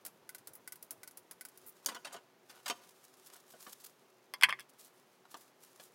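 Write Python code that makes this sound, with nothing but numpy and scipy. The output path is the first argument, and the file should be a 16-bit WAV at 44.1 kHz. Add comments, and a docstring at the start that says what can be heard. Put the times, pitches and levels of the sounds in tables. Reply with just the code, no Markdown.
"""Wrench and cam cover in a small workshop

A wrench ticks on the bolts of a cylinder head, is laid down with a clink, and other tools are pushed aside.
Sleeves and rubber gloves rustle as a cast aluminium cam cover is picked up; it clacks onto the head, rocks
and is nudged home with dull knocks. Behind it all is a faint steady room noise with a low hum.
Blows are short cracks plus fading tones; rubbing, dragging and room noise are random noise given a colour.
"""
import sys
import numpy as np
from scipy import signal
from scipy.fft import rfft, irfft, next_fast_len
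from scipy.io import wavfile

SR = 44100
rng = np.random.default_rng(int(sys.argv[2]) if len(sys.argv) > 2 else 0)


def master_out(mix):
    """Clip the mix to full scale and print it as 16-bit PCM to the path in sys.argv[1]."""
    frames = np.transpose(np.atleast_2d(mix))
    ceiling = np.clip(frames, -1, 1)
    pcm = np.round(ceiling * 32767).astype(np.int16)
    wavfile.write(sys.argv[1], SR, pcm)


N = 261954
TAIL = np.arange(2 ** 13) / SR   # time axis of every blow and of the room's tail, in seconds

# Back swings of the ratchet, two pawl clicks each: start_s, gap_to_second_click_s, level_db
RATCHET_SWINGS = [(.292, .056, -43.5), (0.6756, 0.047, -42.5), (1.0327, .0431, -46), (1.4101, 0.041, -43.5)]
PAWL_TILT = 0.13   # dB per octave
PAWL_RING_DB, SECOND_RING_DB = -5.5, -9.5   # ring of the handle on the first and second click
SETTLE_S, SETTLE_DB = 0.035, -10.5   # the pawl settles after the second click, at a level against it
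# The socket jolts on the bolt as the hand turns round: start_s, level_db, brightness_db_per_octave
SOCKET_JOLTS = [(0.0509, -43, -0.5), (.063, -41, 0.3), (.473, -44, 0), (.535, -51, 4), (.5531, -45.5, 7.5),
                (0.8265, -44, 3.5), (.908, -37.5, 3.5), (1.1731, -45, 1.5), (1.3114, -45, -0.7),
                (1.575, -51.5, 1.5)]
JOLT_RING_DB = -27.5
REBOUND_S, REBOUND_DB = 0.019, -16.5   # each jolt rebounds once: delay, and level against the jolt
# A quick zip of thin ticks, the ratchet running or a glove rubbing:
# start, spacing, level, brightness in dB per octave
ZIP_S, ZIP_STEP_S, ZIP_DB, ZIP_TILT = 1.664, 0.0097, -46.5, 12


def wrench_ticks(count=4):
    """Every tick, the zip's included, as (start_s, level_db, brightness_db_per_octave, handle_ring_db)."""
    ticks = [(ZIP_S + k * ZIP_STEP_S, ZIP_DB, ZIP_TILT, JOLT_RING_DB) for k in range(count)]
    for start_s, gap_s, db in RATCHET_SWINGS:
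        second_s = start_s + gap_s
        ticks.append((start_s, db, PAWL_TILT, PAWL_RING_DB))
        ticks.append((second_s, db, PAWL_TILT, SECOND_RING_DB))
        ticks.append((second_s + SETTLE_S, db + SETTLE_DB, PAWL_TILT, JOLT_RING_DB))
    for start_s, db, tilt in SOCKET_JOLTS:
        ticks.append((start_s, db, tilt, JOLT_RING_DB))
        ticks.append((start_s + REBOUND_S, db + REBOUND_DB, tilt, JOLT_RING_DB))
    return ticks


# Ringing tones of the wrench, levels against each other: pitch_hz, level_db, time_to_fall_60_db_s
WRENCH_TONES = [(1496, 8, 0.054), (1527, -2.5, 0.067), (2028, 6.5, 0.038), (2260, -4, 0.066),
                (4820, -2.5, 0.023), (6630, -12, 0.036), (8400, -19, 0.052), (11100, 4.5, .04)]
# Colour of the wrench's contacts and dense higher tones: pitch_hz, relative_level_db_per_hz
WRENCH_COLOUR = [(70, -30), (250, -9), (750, -8), (1400, -5), (2800, -9), (4000, -7), (5000, -2),
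                 (6500, -4), (8500, -1), (10500, 4), (13000, 0), (16000, -1)]
# Colour of the hands' handling noise: pitch_hz, relative_level_db_per_hz
HANDS_COLOUR = [(40, -16), (120, 3.5), (260, 2.5), (900, -2), (2500, -18.5), (16000, -39)]
# Dull bump of the hands at every jolt: level against the jolt, dB per octave, contact in seconds
BUMP_DB, BUMP_TILT, BUMP_CONTACT_S = -18, -5.5, 0.0093
WORK_START_S, WORK_END_S = 0.0, 1.7


def wrench():
    """Small bright ticks of the wrench on the bolts, over the dull bumping of the hands that work it."""
    out = np.zeros(N)
    for start_s, db, tilt, ring_db in wrench_ticks():
        crack = knock(WRENCH_COLOUR, tilt, crack_db=-8, t60=0.065, damping=0.13)
        tick = crack + from_db(ring_db) * ring(WRENCH_TONES)
        add(out, start_s, db, grate(tick, contact_s=0.000062))
    for start_s, db, _ in SOCKET_JOLTS:
        bump = knock(TOOL_COLOUR, BUMP_TILT, crack_db=-8.5, t60=0.13, damping=0.46)
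        add(out, start_s, db + BUMP_DB, grate(bump, BUMP_CONTACT_S))
    # the level of the handling wanders quickly
    effort = movement(WORK_START_S, WORK_END_S) * from_db(-76.5 + 5.3 * drift(30.5))
    handling = steady(colour(rng.standard_normal(N), HANDS_COLOUR)) * effort
    return from_db(1.56) * in_room(out + handling, wet_db=-19.5)


# Ringing tones of the steel tools, levels against each other: pitch_hz, level_db, time_to_fall_60_db_s
STEEL_TONES = [(4620, 12.5, 0.045), (5440, 4, 0.022), (6130, 4, 0.043), (6800, -14, 0.098),
               (8700, -14, 0.051), (9080, 2.5, 0.13), (10600, -28, 0.018), (13650, 3, 0.079)]
# Hollow, woody ring of the knocks, levels against each other: pitch_hz, level_db, time_to_fall_60_db_s
BOARD_TONES = [(576, -7.5, .08), (703, -1, 0.098), (789, -1.5, 0.044), (966, -2, 0.11), (1042, -3.5, 0.06),
               (1196, -3, 0.066), (1470, 1, 0.092), (2163, -5.5, 0.064), (2940, -2.5, 0.056),
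               (3122, -1, 0.061)]
# Colour of the dull contacts and dense higher tones: pitch_hz, relative_level_db_per_hz
TOOL_COLOUR = [(70, -40), (130, -23), (240, -7), (380, -10), (520, -5), (800, -1), (1400, 0), (2200, -4),
               (3100, -2), (4200, -6), (6300, -6), (10000, -11), (16000, -21)]


def dull_blow(tilt, steel_db, board_db, contact_s):
    """One contact: a dull knock with a steely ring and a hollow, woody one."""
    rings = from_db(steel_db) * ring(STEEL_TONES) + from_db(board_db) * ring(BOARD_TONES)
    dull_knock = knock(TOOL_COLOUR, tilt, crack_db=-4.5, t60=0.072, damping=0.21)
    return grate(dull_knock + rings, contact_s)


# Steel meets steel: start_s, level_db, brightness_db_per_octave, contact_s
STEEL_CLINKS = [(1.861, -26.5, 7.5, 0.00054), (2.047, -39, -1, 0.008), (2.495, -49, 1, .01),
                (2.6795, -34.5, 2, 0.0045)]
# Dull knocks of tools shifted and set down, and (from 3.5 s on) of the cover being nudged:
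# start_s, level_db, brightness_db_per_octave, board_ring_db, contact_s
DULL_KNOCKS = [(1.865, -47.5, -11, -22, 0.0018), (1.886, -35, 0.5, -28, .0042),
               (1.917, -45, -4.5, -10, .008), (1.947, -42.5, 0, -15, 0.0022), (1.962, -42.5, -3, 1, 0.0039),
               (2.068, -44.5, -2, -9, 0.0059), (2.125, -43.5, 4.5, -5, .012),
               (2.142, -42.5, -6.5, -7.5, 0.0046), (2.163, -47.5, -2, 0, 0.0041),
               (2.659, -35.5, .5, -6.5, 0.0048), (2.6993, -30.5, 0, 3.5, 0.0012),
               (2.706, -34, 0, -1.5, .0028), (3.537, -51.5, -12.5, -12, 0.003),
               (3.665, -45.5, -4.5, -12, 0.0061), (5.253, -57, -1.5, -11, 0.0019),
               (5.343, -42.5, -2.1, -12, .00093), (5.798, -50, -2.5, -8, 0.0017)]


def clinks_and_knocks():
    """Steel clinks, and dull knocks of tools shifted and set down and of the cover being nudged."""
    out = np.zeros(N)
    for start_s, db, tilt, contact_s in STEEL_CLINKS:
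        add(out, start_s, db, dull_blow(tilt, -7.5, -19, contact_s))
    for start_s, db, tilt, board_db, contact_s in DULL_KNOCKS:
        add(out, start_s, db, dull_blow(tilt, -25, board_db, contact_s))
    return from_db(0.5) * in_room(out, wet_db=-18.5)


# Tools dragged over the bench: start_s, end_s, level_db
TOOL_DRAGS = [(1.886, 1.98, -62), (2.05, 2.186, -59), (2.5, 2.62, -64.5), (2.664, 2.734, -56.5),
              (3.293, 3.385, -65.5)]


def drags():
    """Steel dragged over wood: rough friction that sets the board ringing."""
    effort = sum(from_db(db) * movement(start_s, end_s) for start_s, end_s, db in TOOL_DRAGS)
    slips = rng.standard_normal(N) * from_db(6.0 * drift(300))
    friction = unit(colour(slips, TOOL_COLOUR, tilt=-2.3))
    board = unit(signal.fftconvolve(slips, ring(BOARD_TONES))[:N])
    scrape = friction + from_db(-6) * board
    return in_room(steady(scrape) * effort, wet_db=-17)


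# Cover against the head: start_s, level_db, brightness_db_per_octave
COVER_CLACKS = [(4.3378, -39, 7), (4.339, -40, -12.5), (4.4119, -38.5, 2.5), (4.4249, -28.5, -0.5),
                (4.4347, -13.5, .5), (4.4418, -22.5, .5), (4.487, -33, -9), (4.4914, -40.5, 5),
                (4.4957, -31, -5.5), (4.506, -35.5, -0.5), (4.526, -29, -5.5), (4.590, -46.5, -3),
                (4.596, -47, 6.5), (4.606, -49, 6)]
# Ringing tones of the cover, levels against each other: pitch_hz, level_db, time_to_fall_60_db_s
COVER_TONES = [(818, -17, .1), (1008, -10, .16), (1105, -9, .12), (1178, -8, .08), (1533, -7.5, .08),
               (1583, -9, .075), (1675, -2, .07), (1815, -6, .055), (1948, -.5, .06), (2112, 3, .07),
               (2235, 0, .06), (2325, -4, .05), (2505, -2, .07), (2670, -3, .065), (2777, -8, .06),
               (3107, -8, .06), (3213, 0, .055), (3369, -1.5, .06), (3485, -3, .05), (4460, -7, .05),
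               (4753, -15, .065), (5160, -6, .045)]
# Colour of the cover's contacts and dense higher tones: pitch_hz, relative_level_db_per_hz
COVER_COLOUR = [(70, -50), (130, -33), (450, -29), (750, -13), (1080, -.5), (1350, -6.5), (1650, 2),
                (2200, -.5), (2750, -5), (3300, 2), (3900, -16), (5000, -8.5), (6700, -23), (8000, -20),
                (9900, -12.5), (11000, -20.5), (16000, -31)]
# Boom of the engine and its stand, level against each blow: pitch_hz, level_db, time_to_fall_60_db_s
STAND_TONES = [(133, -50, 0.51), (214, -45, 0.54), (375, -52, .6)]
COVER_LOW_HZ = 450   # the shell radiates little below this


def cover():
    """The hollow casting touches, drops and rocks on the head; the engine booms faintly under it."""
    out, blows = np.zeros(N), np.zeros(N)
    for start_s, db, tilt in COVER_CLACKS:
        crack = knock(COVER_COLOUR, tilt, crack_db=2.5, t60=0.06, damping=0.2)
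        clack = crack + from_db(-2) * ring(COVER_TONES, tilt)
        add(out, start_s, db, grate(clack, contact_s=0.00073))
        blows[round(start_s * SR)] = from_db(db)
    shell = signal.sosfilt(signal.butter(1, COVER_LOW_HZ, "high", fs=SR, output="sos"), out)
    t = np.arange(SR) / SR
    boom = sum(from_db(db - 60 * t / t60) * np.sin(2 * np.pi * hz * t) for hz, db, t60 in STAND_TONES)
    return from_db(0.92) * in_room(shell, wet_db=-31.5) + signal.fftconvolve(blows, boom)[:N]


# The arms move, sleeves rustling: start_s, end_s, level_db
ARM_MOVES = [(1.525, 1.866, -72), (2.461, 3.428, -66.5), (3.453, 3.904, -67), (4.74, 5.14, -76),
             (5.298, 5.501, -69.5), (5.631, 5.949, -71)]
# Gloves rub as they take hold or let go: middle_s, level_db, length_s (from the peak down to about 1/7)
GLOVE_RUBS = [(2.573, -70, .04), (2.893, -55.5, 0.0083), (3.048, -58.5, .014), (3.268, -56.5, 0.026),
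              (3.34, -54.5, 0.015), (3.367, -56, .012), (3.512, -58.5, 0.029), (3.629, -56, 0.043),
              (3.698, -56, 0.04), (3.731, -46, 0.0088), (3.81, -55.5, 0.015), (3.846, -49.5, 0.011),
              (3.867, -48, 0.0093), (4.698, -60, 0.011), (4.806, -56, .022), (4.855, -59, 0.04),
              (5.321, -57, 0.02), (5.373, -57, 0.01), (5.412, -61, 0.028), (5.636, -59.5, 0.039),
              (5.836, -58.5, .04)]
# Colour of the friction: pitch_hz, relative_level_db_per_hz
CLOTH_COLOUR = [(100, -33), (700, -10), (1200, -1.5), (2000, -8.5), (4000, -4), (6500, -5), (9500, -5),
                (13000, -7), (16000, -11)]
RESTING_DB = -77.5   # the sleeves never quite rest


def rustle():
    """Cloth and rubber slide: a soft uneven hiss with stray catches, and single rubs that swell and fade."""
    catches = (rng.random(N) < 100 / SR) * rng.standard_normal(N)   # about 100 a second
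    snags = unit(signal.fftconvolve(catches, dying_noise(0.02, damping=0.1))[:N])
    friction = unit(rng.standard_normal(N)) + from_db(-2) * snags
    moves = sum(from_db(db) * movement(start_s, end_s) for start_s, end_s, db in ARM_MOVES)
    effort = from_db(RESTING_DB) + moves
    unevenness = from_db(-2.5 + 3.7 * drift(50))
    out = steady(colour(friction, CLOTH_COLOUR)) * effort * unevenness
    for middle_s, db, length_s in GLOVE_RUBS:
        t = np.arange(-2 * length_s, 2 * length_s, 1 / SR)
        grain = rng.standard_normal(len(t)) * from_db(3.5 * drift(400, size=len(t)))
        swell = np.exp(-2 * (t / length_s) ** 2)
        rub = steady(colour(grain, CLOTH_COLOUR, tilt=2.5)) * swell
        at = round((middle_s + t[0]) * SR)
        out[at:at + len(t)] += from_db(db) * rub[:N - at]
    return in_room(out, wet_db=-14.0)


# Colour of the workshop at rest: pitch_hz, relative_level_db_per_hz
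AIR_COLOUR = [(18, -77.5), (30, -47), (86, -34.5), (124, -12.5), (199, -12.5), (311, -13.5), (374, -4.5),
              (426, -8.5), (499, -10), (844, -12.5), (1430, -17), (5170, -27), (6210, -27), (7870, -34),
              (16000, -32.5)]
# Hum of the workshop, each tone wavering around these: pitch_hz, level_db
HUM_TONES = [(140, -94), (177.6, -93), (258.4, -84), (371.4, -80)]


def workshop():
    """Steady room noise, and a hum whose tones waver in pitch and level."""
    out = steady(colour(rng.standard_normal(N), AIR_COLOUR)) * from_db(-67.5)
    for hz, db in HUM_TONES:
        level = from_db(db + 3 * drift(14)) * np.sqrt(2)
        phase = 2 * np.pi * np.cumsum(hz + 2 * drift(26)) / SR
        out += level * np.sin(phase)
    return out


# Colour of the room's tail: pitch_hz, relative_level_db_per_hz
ROOM_COLOUR = [(80, -5), (300, -1), (1000, -1), (4000, -3.5), (16000, -1)]


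def in_room(x, wet_db):
    """The cluttered workshop adds a short tail, cut off where TAIL ends."""
    tail = colour(dying_noise(t60=0.76, damping=0.2), ROOM_COLOUR)
    return x + from_db(wet_db) * signal.fftconvolve(x, tail)[:N]


def knock(spectrum, tilt, crack_db, t60, damping):
    """A crack followed by dense tones that die fast, made as fading noise."""
    crack = unit(colour(signal.unit_impulse(len(TAIL)), spectrum, tilt))
    dense_tones = unit(colour(dying_noise(t60, damping), spectrum, tilt))
    return unit(from_db(crack_db) * crack + dense_tones)


def ring(modes, tilt=0):
    """Clear fading tones; where the blow lands, drawn by chance, sets the strength and sign of each."""
    hz, db, t60 = np.transpose(modes)[:, :, None]
    sign = rng.choice([-1, 1], hz.shape)
    strength = from_db(db + tilt * np.log2(hz) + 2 * rng.standard_normal(hz.shape)) * sign
    fade = np.exp(-np.log(1000) * TAIL / t60)
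    motion = np.sum(strength * np.sin(2 * np.pi * hz * TAIL) * fade, axis=0)
    # little is radiated below the lowest tone
    return unit(signal.sosfilt(signal.butter(2, 0.8 * hz.min(), "high", fs=SR, output="sos"), motion))


def grate(sound, contact_s):
    """A long contact is a swell of tiny slips; a short one is nearly a single touch."""
    age = TAIL / max(contact_s, 1e-4)
    slips = unit(rng.standard_normal(len(TAIL)) * np.sqrt(age) * np.exp(-1.4 * age))
    contact = signal.unit_impulse(len(TAIL)) + slips * contact_s / 0.0012
    return unit(signal.fftconvolve(sound, contact)[:len(TAIL)])


def add(out, start_s, db, sound):
    """Place a blow; its level is its energy spread over 5 ms."""
    at = round(start_s * SR)
    out[at:at + len(sound)] += from_db(db) * np.sqrt(0.005 * SR) * sound[:N - at]


def movement(start_s, end_s, ease_s=0.036):
    """Gain that eases in, holds and eases out; it is halfway up at the start and at the end."""
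    t = np.arange(N) / SR
    return np.clip(0.5 + np.minimum(t - start_s, end_s - t) / ease_s, 0, 1)


def drift(rate, size=N):
    """Slow chance with a spread of about one, drawn at a rate per second and joined by straight lines."""
    knots = rng.standard_normal(int(size / SR * rate) + 2)
    return np.interp(np.arange(size) / SR * rate, np.arange(len(knots)), knots)


def dying_noise(t60, damping):
    """Octave bands of noise that die away; t60 holds at 2 kHz, and the highs go sooner."""
    white = rfft(rng.standard_normal(len(TAIL)))
    octave = np.log2(np.clip(np.arange(len(white)) / TAIL[-1], 125, 16000) / 2000)
    out = np.zeros(len(TAIL))
    for k in range(-4, 4):   # octaves from 2 kHz
        band = irfft(white * np.maximum(1 - abs(octave - k), 0))
        out += band * from_db(-60 * TAIL / t60 * 2 ** (k * damping))
    return unit(out)


def colour(x, spectrum, tilt=0):
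    """Causal (minimum-phase) filter that follows a spectrum, tilted in dB per octave above 512 Hz."""
    size = next_fast_len(len(x))
    octave = np.log2(np.maximum(np.arange(size // 2 + 1) * SR / size, 20))
    hz, db = np.transpose(spectrum)
    slope = tilt * np.maximum(octave - 9, 0)
    gain = from_db(np.interp(octave, np.log2(hz), db) + slope)
    # folding the cepstrum forward in time gives the filter no response before its input
    cepstrum = irfft(np.log(gain), size)
    cepstrum[1:size // 2] *= 2
    cepstrum[size // 2:] = 0
    return irfft(rfft(x, size) * np.exp(rfft(cepstrum)), size)[:len(x)]


def from_db(db):
    """Decibels to a plain gain."""
    return 10 ** (np.asarray(db) / 20)


def unit(x):
    """Scale to an energy of one."""
    return x / np.sqrt(np.sum(x ** 2) + 1e-20)


def steady(x):
    """Scale a lasting sound to an average (rms) level of one."""
    return np.sqrt(len(x)) * unit(x)


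def scene():
    """All the sources together, as one channel."""
    return (wrench() + clinks_and_knocks() + drags() + cover() + rustle() + workshop())[None]


def record(dry):
    """The microphone drops the deep bass; the top is cut above 16 kHz."""
    thin = signal.sosfilt(signal.butter(2, 70, "high", fs=SR, output="sos"), dry)
    return signal.sosfilt(signal.ellip(10, 0.2, 70, 16000, fs=SR, output="sos"), thin)


dry = scene()
out = record(dry)
master_out(out)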